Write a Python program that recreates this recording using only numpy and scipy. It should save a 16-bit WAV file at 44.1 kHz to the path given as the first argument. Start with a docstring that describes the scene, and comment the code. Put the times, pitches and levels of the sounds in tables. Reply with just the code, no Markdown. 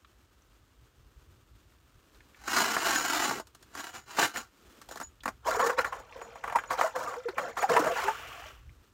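"""A hand auger bores through lake ice, in open air with a light wind.
The steel blades shave dry ice, stall, chip and break through: runs and bursts of tiny random fractures.
Then the spiral churns slush and water in the hole: swarms of short bubbles, slaps and gliding gulps.
It is lifted out with slush spilling off it. The blades ring, small ticks and drops tap, and a faint echo
tail, rumbling wind and rustling air made from filtered noise lie behind it all."""
import sys
import numpy as np
from scipy import signal
from scipy.io import wavfile
from scipy.ndimage import uniform_filter1d

SR = 44100
rng = np.random.default_rng(int(sys.argv[2]) if len(sys.argv) > 2 else 0)


def generate_wav(sig):
    """Save sig (samples, or channels by samples) to the path in sys.argv[1] as 16-bit PCM at SR."""
    pcm = np.round(np.clip(np.atleast_2d(sig).T, -1, 1) * 32767).astype(np.int16)
    wavfile.write(sys.argv[1], SR, pcm)


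N = 393813
TIME = np.arange(N) / SR
# water enters the hole, the spiral leaves it, the last slush has run off
FLOOD_S, LIFT_S, DRAINED_S = 5.45, 7.915, 8.49


def amp(db):
    """Turns decibels into a gain."""
    return 10 ** (np.asarray(db) / 20)


def unit(x):
    """Scales a sound to an average (rms) level of one."""
    return x / np.sqrt(np.mean(x ** 2) + 1e-20)


def add(mix, s, sound):
    """Mixes a sound in, starting at s seconds."""
    part = mix[max(round(s * SR), 0):][:len(sound)]
    part += sound[:len(part)]


def follow(rows):
    """Gain curve through rows of (time_s, level_db), silent before the first and after the last."""
    s, db = np.transpose(rows)
    inside = np.interp(TIME, s, np.ones(len(s)), 0, 0)
    return inside * amp(np.interp(TIME, s, db))


def strokes(rows, attack_s, sag_db_per_s, release_s):
    """Gain from rows of (start_s, length_s, level_db): each sets in, sags while it lasts, and dies away."""
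    gain = np.zeros(N)
    for start, length, db in rows:
        t = TIME - start
        edges = np.minimum(t, 0) / attack_s - np.maximum(t - length, 0) / release_s
        near = edges > -10
        sagging = amp(db - sag_db_per_s * np.clip(t[near], 0, length))
        gain[near] = np.maximum(gain[near], sagging * np.exp(edges[near]))
    return gain


def swells(rows):
    """Gain from rows of (middle_s, half_width_s, level_db): each is a smooth hump."""
    return sum(amp(db) * np.exp(-np.minimum(((TIME - s) / width) ** 2, 20)) for s, width, db in rows)


def colour(x, points, size=4096):
    """Filters to a given spectrum without any sound ahead of a click, so that clicks keep their attack."""
    hz, db = np.transpose(points)
    bin_hz = abs(np.fft.fftfreq(size, 1 / SR))
    log_gain = np.log(amp(np.interp(np.log(bin_hz + 1), np.log(hz), db)))
    minimum_phase = np.exp(np.conj(signal.hilbert(log_gain)))
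    taps = np.fft.ifft(minimum_phase).real[:size // 2]
    return signal.oaconvolve(x, taps)[:len(x)]


def band(x, hz, kind, order=3):
    """Keeps what lies below ("low") or above ("high") a frequency."""
    return signal.sosfilt(signal.butter(order, hz, kind, fs=SR, output="sos"), x)


def resonate(x, hz, width_hz):
    """A resonance with a gain of one at its centre."""
    return signal.lfilter(*signal.iirpeak(hz, hz / width_hz, fs=SR), x)


def steady(x, seconds):
    """Evens out the slow changes of level and leaves the fine grain."""
    size = int(seconds * SR)
    power = uniform_filter1d(uniform_filter1d(x ** 2, size), size)
    return x / np.sqrt(abs(power) + 1e-3 * np.mean(x ** 2))  # the small floor avoids lifting silence


def grains(per_s, spread_db, clump_db, clump_s):
    """Tiny fractures: single-sample clicks of very unequal size, swelling and thinning in clumps."""
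    sizes = amp(spread_db * np.minimum(rng.exponential(1, N), 4)) * rng.choice([-1, 1], N)
    clumps = unit(band(rng.standard_normal(N), 1 / (2 * np.pi * clump_s), "low", order=2))
    return sizes * (rng.random(N) < per_s / SR) * amp(clump_db * clumps)


def bubbles(low_hz, high_hz, per_s, cycles, rise, count=28):
    """A swarm of short bubbles, each a decaying tone that rises a little in pitch as it dies."""
    out = np.zeros(N)
    for hz in np.geomspace(low_hz, high_hz, count):
        # life reaches one when the tone has made this many cycles
        life = np.arange(int(5 * cycles / hz * SR)) * hz / (cycles * SR)
        tone = np.sin(2 * np.pi * cycles * life * (1 + rise * life))
        ping = tone * np.exp(-life) * (1 - np.exp(-6 * life))
        births = np.flatnonzero(rng.random(N) < per_s / count / SR)
        train = np.zeros(N)
        train[births] = amp(3.45 * np.minimum(rng.exponential(1, len(births)), 3))
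        out += signal.oaconvolve(train, ping)[:N]
    return out


# resonances of the auger seated in the ice: (pitch_hz, width_hz, level_db over the direct sound)
AUGER_RESONANCES = [(222, 25, -4), (332, 47, -4), (803, 32, -18), (1500, 280, -0.5), (2920, 210, 3),
                    (4025, 170, 0), (7250, 27, 9.5), (7330, 31, -7)]


def auger_body(x):
    """The shaft and spiral add their resonances to whatever the blades do."""
    return x + sum(amp(db) * resonate(x, hz, width) for hz, width, db in AUGER_RESONANCES)


def turning(x, drift_s=0.07, t60=0.02, size=1024):
    """The spiral rattles after each fracture, in colours that keep changing as the auger turns."""
    out, hop = np.zeros(N), int(drift_s * SR)
    fade = np.sin(np.pi * np.arange(2 * hop) / (2 * hop))
    decay = amp(-60 * np.arange(size) / SR / t60)
    for i in range(0, N - 2 * hop, hop):
        tail = rng.standard_normal(size) * decay  # a new rattle for each overlapping slice
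        rattle = signal.fftconvolve(x[i:i + 2 * hop] * fade, tail / np.linalg.norm(tail))
        add(out, i / SR + 0.003, rattle)
    return out


# tone colour of blades in dry ice: (pitch_hz, level_db)
SHAVING_COLOUR = [(60, -47), (120, -18), (230, -13), (335, -6), (540, -12.5), (750, -2.5), (1500, -4.5),
                  (2300, -9.5), (3400, -16), (7000, -19.5), (8200, -25.5), (16000, -30.5)]
# the one long run of the blades through dry ice: (time_s, level_db)
LONG_RUN = [(2.36, -67), (2.44, -51.5), (2.48, -35.5), (2.575, -25.5), (2.66, -28), (2.81, -36),
            (2.87, -27.5), (2.96, -28), (3.02, -33), (3.25, -30.5), (3.395, -43.5), (3.44, -84)]
# short shoves on the crank before the blades stall again: (start_s, length_s, level_db)
CRANK_SHOVES = [(3.775, .11, -41.5), (3.945, 0.027, -44.5), (4.1, .07, -47), (4.205, 0.036, -24.5),
                (4.37, 0.012, -36), (4.915, 0.098, -54.5)]
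DRUM_DB, SPRAY_DB = -13.5, -5.5  # ice sheet and chips against the cutting level
# the sheet drums harder as the long run grinds to a halt
STALL_S, STALL_WIDTH_S, STALL_DRUM_DB = 3.41, 0.13, 13


def shaving():
    """Blades plane dry ice: a run of fractures that drums on the sheet and throws a fine spray of chips."""
    clicks = grains(per_s=2400, spread_db=3.5, clump_db=2.5, clump_s=0.0032)
    fractures = auger_body(colour(clicks, SHAVING_COLOUR))
    fractures = unit(fractures) + amp(-3.0) * unit(turning(fractures))
    crunch = steady(band(band(fractures, 2450, "low"), 494, "high", order=4), 0.024)
    sheet = steady(band(fractures, 398, "low", order=5), 0.036)
    spray = steady(band(fractures, 4600, "high"), 0.021)
    shoves = strokes(CRANK_SHOVES, attack_s=0.021, sag_db_per_s=34, release_s=0.027)
    level = follow(LONG_RUN) + shoves
    drum = amp(DRUM_DB + STALL_DRUM_DB * np.exp(-((TIME - STALL_S) / STALL_WIDTH_S) ** 2))
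    # the edges catch and slip
    catch = amp(1.7 * unit(band(rng.standard_normal(N), 35, "low", order=2)))
    return level * catch * (amp(-1.0) * crunch + drum * sheet + amp(SPRAY_DB) * spray)


def cascade_burst(db, hz, treble_db, decay_s, build_s, thud_db, size=4096):
    """A quick cascade of fractures: a bright snap, a hollow knock from the hole and a low thud."""
    t = np.arange(size) / SR
    since = t - 4 * build_s  # small fractures lead up to the break
    noise, uneven = rng.standard_normal((2, size))
    cascade = noise * amp(1.3 * uneven) * np.exp(np.minimum(since / build_s, -since / decay_s))
    knock = band(band(resonate(cascade, hz, 650), 583, "high"), 2080, "low", order=2)
    snap = band(band(cascade, 2600, "high", order=2), 3900, "low", order=1)
    thud = band(band(cascade, 370, "low"), 196, "high")
    burst = amp(-9) * unit(knock) + amp(treble_db - 8) * unit(snap) + amp(thud_db) * unit(thud)
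    return amp(db) * burst * np.sqrt(0.8 * decay_s / t[-1])


# dry ice breaking: (time_s, level_db, pitch_hz of the hollow knock)
ICE_CRACKS = [(2.478, -20.5, 1370), (2.567, -20.5, 1400), (2.765, -13, 1450), (2.83, -23, 1460),
              (2.868, -22, 1180), (3.309, -17, 956), (3.398, -25.5, 899), (3.47, -49.5, 1400),
              (3.548, -43.5, 1430), (3.626, -47.5, 1760), (3.751, -29.5, 1530), (3.774, -30, 1490),
              (4.185, -12.5, 1050), (4.226, -14, 1510), (4.359, -22.5, 1810), (4.815, -38.5, 1560),
              (4.888, -34.5, 611), (4.911, -30.5, 700), (4.921, -34, 1000), (4.957, -30.5, 622),
              (4.972, -31.5, 1630), (5.0, -27, 1140), (5.012, -25, 1130), (5.025, -38, 1310),
              (5.234, -34.5, 1820), (5.256, -17, 1200), (5.278, -18.5, 1180), (5.285, -24, 925)]
# snap setting for a 0 dB crack, and its dB per dB of crack level: small cracks are mostly snap
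SNAP_DB, SNAP_GROWTH = -23, 0.46


def cracks(decay_s=0.0068, build_s=0.0008):
    """Dry ice breaks in sudden, short cascades, the small ones brighter than the large."""
    out = np.zeros(N)
    for s, db, hz in ICE_CRACKS:
        treble_db = SNAP_DB + SNAP_GROWTH * db - db
        add(out, s - 2.7 * build_s, cascade_burst(db, hz, treble_db, decay_s, build_s, thud_db=-21))
    return out


# slush slapping in the hole: (time_s, level_db, pitch_hz of the hollow knock)
SLUSH_SLAPS = [(5.461, -34, 630), (5.492, -23, 900), (5.598, -14, 1110), (5.695, -16.5, 1070),
               (5.787, -13, 1460), (5.844, -17, 1570), (5.926, -23, 1040), (6.214, -28.5, 603),
               (6.355, -31.5, 610), (6.438, -21.5, 1004), (6.476, -22.5, 1070), (6.497, -25.5, 1120),
               (6.523, -22, 966), (6.556, -10, 940), (6.585, -20, 1470), (6.636, -29.5, 1180),
               (6.705, -15, 850), (6.788, -20, 930), (6.81, -10, 1020), (6.958, -21.5, 640),
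               (7.138, -27.5, 912), (7.283, -25, 1240), (7.38, -14.5, 1200), (7.569, -21.5, 1170),
               (7.625, -14, 859), (7.697, -22, 960), (7.764, -8, 990), (7.867, -15.5, 673),
               (8.081, -15.5, 910)]


def slaps(decay_s=0.0088, build_s=0.0017):
    """Water slows the start of each blow, draws it out and cushions its thump."""
    out = np.zeros(N)
    for s, db, hz in SLUSH_SLAPS:
        burst = cascade_burst(db, hz, treble_db=-18.5, decay_s=decay_s, build_s=build_s, thud_db=-34)
        add(out, s - 2.7 * build_s, burst)
    return out


# tone colour of wet slush: (pitch_hz, level_db)
SLUSH_COLOUR = [(120, -44), (200, -41.5), (263, -22), (316, 5.5), (465, -3), (821, -11.5), (950, -6.5),
                (1370, -6), (3430, -22), (7010, -19), (8420, -25.5), (16000, -29.5)]
# surges of slush as the spiral turns and is pumped:
# (start_s, length_s, level_db, deep_db: deep water against that level)
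SLUSH_SURGES = [(5.468, 0.1, -26.5, -7), (5.596, .11, -25, -2.5), (5.787, 0.0089, -24, -7.5),
                (5.854, 0.014, -34, -8), (5.924, 0.082, -43.5, -1), (6.162, 0.22, -48.5, 3.5),
                (6.44, 0.18, -44.5, 0.5), (6.707, 0.036, -30.5, -8), (6.786, 0.081, -27.5, -9.5),
                (6.958, 0.2, -33, -3), (7.382, .11, -36.5, 3.5), (7.581, 0.068, -30, -10),
                (7.7, 0.2, -25, 1), (7.965, .135, -28.5, -11)]
STIR_DB = -58  # water moving between surges
# ice crumbs against the churning level at its height, and the extra dB they gain per dB of churning
FIZZ_DB, FIZZ_GROWTH = -13.5, 0.082


def churning():
    """The spiral stirs wet slush: squelching bubbles, deeper water below, and fizzing ice crumbs."""
    attack_s, sag_db_per_s, release_s = 0.0084, 33.5, 0.022
    stir = strokes([(FLOOD_S, LIFT_S - FLOOD_S, STIR_DB)], attack_s, 0, release_s)
    surge_rows = [(s, length, db) for s, length, db, _ in SLUSH_SURGES]
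    deep_rows = [(s, length, db + deep_db) for s, length, db, deep_db in SLUSH_SURGES]
    level = np.maximum(stir, strokes(surge_rows, attack_s, sag_db_per_s, release_s))
    deep = np.maximum(stir, strokes(deep_rows, attack_s, sag_db_per_s, release_s))

    crumbs = colour(grains(per_s=2600, spread_db=2.0, clump_db=4.0, clump_s=0.0038), SLUSH_COLOUR)
    froth = colour(bubbles(low_hz=716.3, high_hz=2766, per_s=520, cycles=8.2, rise=0.018), SLUSH_COLOUR)
    crunch = band(band(crumbs, 2600, "low"), 710, "high")
    squelch = steady(unit(froth) + amp(-4) * unit(crunch), 0.035)

    gurgle = bubbles(low_hz=429.4, high_hz=685, per_s=150, cycles=4.3, rise=0.0064, count=12)
    # a faint low rumble under the gurgling water
    rumble = band(band(rng.standard_normal(N), 332, "low"), 152, "high")
    water = steady(unit(gurgle) + amp(-17.0) * unit(rumble), 0.018)

    beads = bubbles(low_hz=2867, high_hz=7664, per_s=700, cycles=22, rise=0.0037, count=20)
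    hiss = steady(unit(band(crumbs, 2200, "high")) + amp(-4.5) * unit(beads), 0.13)
    fizz = amp(FIZZ_DB) * (level / level.max()) ** FIZZ_GROWTH * hiss
    return level * (amp(-2.5) * squelch + fizz) + amp(-4.5) * deep * water


# air pockets ringing in the hole: (start_s, level_db, pitch_hz at first, length_s)
AIR_GULPS = [(5.481, -20, 644, .036), (5.568, -23, 454, 0.03), (5.623, -20.5, 1072, 0.049),
             (5.628, -28.5, 453.4, 0.17), (5.782, -21.5, 535, 0.027), (5.924, -24.5, 1100, 0.024),
             (6.154, -38.5, 523, 0.042), (6.55, -15.5, 970, 0.023), (6.839, -18.5, 645, 0.037),
             (6.955, -31.5, 527, .033), (7.071, -25.5, 1208, 0.035), (7.162, -32.5, 460, 0.068),
             (7.254, -24.5, 456, 0.044), (7.286, -26.5, 395.3, 0.026), (7.639, -14, 823, 0.025),
             (7.701, -19, 470, 0.039), (7.762, -14.5, 931, 0.046), (7.763, -20.5, 449, 0.04),
             (7.795, -20.5, 330, 0.029), (7.862, -18, 660.7, 0.028), (7.902, -22, 693, 0.034),
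             (7.92, -26, 520, 0.03), (8.043, -30, 383.6, 0.1), (8.079, -18, 844, 0.044)]
# short gulps sink in pitch and long ones rise, by up to this share
GLIDE, LEVEL_GULP_S, GLIDE_SPAN_S = 0.16, 0.037, 0.0095


def gulps(swell=0.21, waver=0.0066):
    """Large air pockets swell, glide as they change size, and die away."""
    out = np.zeros(N)
    for s, db, first_hz, length in AIR_GULPS:
        glide = GLIDE * np.tanh((length - LEVEL_GULP_S) / GLIDE_SPAN_S)
        u = np.arange(int(2 * length * SR)) / (length * SR)  # time in gulp lengths
        wobble = unit(band(rng.standard_normal(SR), 90, "low", order=2))[:len(u)]
        hz = first_hz * (1 + glide * np.minimum(u, 1)) * (1 + waver * wobble)
        shape = (u / swell * np.exp(1 - u / swell)) ** 1.08
        add(out, s, amp(db - 4.0) * shape * np.sin(2 * np.pi * np.cumsum(hz) / SR))
    return out


# the free ring of the steel blades: (pitch_hz, level_db, t60_s: time to fall 60 dB)
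BLADE_MODES = [(2910, -27, 0.21), (5300, -12, .11), (6700, -11, 0.067), (6880, 9.5, 0.11),
               (7260, -22, 0.13)]
# the blades singing as they rub the wall of the hole: (middle_s, half_width_s, level_db)
WALL_RUBS = [(5.045, 0.029, -50), (5.62, .075, -47), (6.26, 0.079, -59.5), (6.62, .09, -59),
             (7.6, 0.064, -50)]


def steel(drive):
    """The blades answer any push at their own pitches, each dying at its own rate."""
    return sum(amp(db) * resonate(drive, hz, np.log(1000) / np.pi / t60) for hz, db, t60 in BLADE_MODES)


def blade_ring(x):
    """The thin blades ring after each blow, and sing in bursts as they rub the wall of the hole."""
    rubbed = steady(steel(grains(per_s=85, spread_db=11.5, clump_db=6, clump_s=0.013)), 0.071)
    return amp(1) * steel(x) + amp(0.5) * swells(WALL_RUBS) * rubbed


# tone colour of slush pouring off: (pitch_hz, level_db)
POUR_COLOUR = [(150, -25), (420, -10), (850, -15), (1250, -3), (2100, -11), (2900, -6), (3900, -20.5),
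               (7000, -20.5), (8500, -27), (15000, -26.5)]


def spilling():
    """Slush runs off the lifted spiral in an even wash of tiny splashes."""
    splashes = unit(grains(per_s=7000, spread_db=1.5, clump_db=1.0, clump_s=0.0048))
    drops = unit(bubbles(low_hz=700, high_hz=3220, per_s=380, cycles=4, rise=0.01, count=20))
    spill = [(LIFT_S, DRAINED_S - LIFT_S, -39.5)]  # start_s, length_s, level_db
    flow = strokes(spill, attack_s=0.0041, sag_db_per_s=19, release_s=0.068)
    return flow * steady(colour(splashes + amp(-11.5) * drops, POUR_COLOUR), 0.043)


# small ticks of the crank and loose ice, and a few drops of water:
# (time_s, level_db at the peak, pitch_hz)
TICKS_AND_DROPS = [(0.047, -45.5, 1450), (0.047, -50, 3100), (0.421, -59, 6000), (2.147, -55, 4000),
                   (2.205, -47.5, 1670), (2.346, -44.5, 2130), (5.206, -45, 3450), (6.125, -38.5, 2280),
                   (7.289, -38.5, 4000), (8.693, -48, 2200)]


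def ticks_and_drops(decay_s=0.0037, width_hz=700, size=2048):
    """Light taps and drops: short noise bursts through two resonances at one pitch."""
    out, t = np.zeros(N), np.arange(size) / SR
    for s, db, hz in TICKS_AND_DROPS:
        tap = rng.standard_normal(size) * np.exp(-t / decay_s)
        tap = resonate(resonate(tap, hz, width_hz), hz, 2 * width_hz)
        add(out, s, amp(db) * tap / abs(tap).max())
    return out


def scatter(x, t60=0.097, size=8192):
    """A short tail of random echoes from the hole and the rough ice around it."""
    t = np.arange(size) / SR
    tail = rng.standard_normal(size) * amp(-60 * t / t60) * (t > 0.003)
    return signal.oaconvolve(x, tail / np.linalg.norm(tail))[:N]


def droplets():
    """Stray drops plip and crumbs pop as long as the spiral is wet."""
    plips = bubbles(low_hz=537, high_hz=2350, per_s=100, cycles=6, rise=0.015, count=14)
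    pops = bubbles(low_hz=1500, high_hz=7000, per_s=260, cycles=2, rise=0.01, count=14)
    drip = [(FLOOD_S, DRAINED_S - FLOOD_S, -55)]  # start_s, length_s, level_db
    # a negative sag makes the drops slowly grow
    wetness = strokes(drip, attack_s=0.01, sag_db_per_s=-3, release_s=0.015)
    return wetness * (amp(-7) * unit(plips) + amp(-11.5) * unit(scatter(pops, t60=0.034)))


# tone colours of the rustling air and of the wind: (pitch_hz, level_db)
AIR_COLOUR = [(88, -36.5), (150, -6), (259, -0.5), (321, 0), (759, -10.5), (1290, -5), (2100, -13.5),
              (2920, -12), (4860, -17), (7040, -17.5), (10400, -23.5), (15100, -21.5), (16000, -31)]
WIND_COLOUR = [(12, -32.5), (20, -35.5), (48, 3.5), (103, -4.5), (128, -5.5), (184, -25.5), (220, -23),
               (290, -69.5), (480, -120)]
# gusts of wind, then rustles of the coat: (middle_s, half_width_s, level_db)
GUSTS = [(1.25, 0.42, -63), (2.7, 0.44, -67), (5.6, 0.46, -59.5), (6.6, 0.15, -62.5), (8.3, 0.48, -61.5),
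         (8.66, 0.058, -49)]
COAT_RUSTLES = [(1.18, 0.056, -75), (2.15, 0.37, -73), (3.68, 0.078, -71), (4.78, 0.18, -62)]
BREEZE_DB, HUSH_DB = -65.5, -67.5  # the steady wind and air under everything


def open_air():
    """Lumpy wind on the microphone under a faint rustling hush."""
    lumps = amp(3.6 * unit(band(rng.standard_normal(N), 6.9, "low", order=2)))
    wind = steady(colour(rng.standard_normal(N), WIND_COLOUR, size=16384) * lumps, 0.2)
    hush = unit(colour(grains(per_s=5300, spread_db=2.0, clump_db=1.28, clump_s=0.015), AIR_COLOUR))
    wind_level = amp(BREEZE_DB) + swells(GUSTS)
    hush_level = amp(HUSH_DB) + swells(COAT_RUSTLES)
    return wind_level * band(wind, 260, "low") + hush_level * hush


def scene():
    """The auger at work on the open lake."""
    ice = shaving() + cracks() + slaps() + churning() + ticks_and_drops()
    work = ice + blade_ring(ice) + gulps() + spilling() + droplets()
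    return (work + amp(-11.5) * scatter(work) + open_air())[None]


def record(dry):
    """A small microphone with a dip in the high treble, then a steep cut above 15900 Hz."""
    heard = dry - 0.5 * resonate(dry, 10470, 890)
    low_pass = signal.firwin(511, 15900, window=("kaiser", 9), fs=SR)
    return signal.oaconvolve(heard, low_pass[None], "same", axes=1)


dry = scene()
out = record(dry)
generate_wav(out)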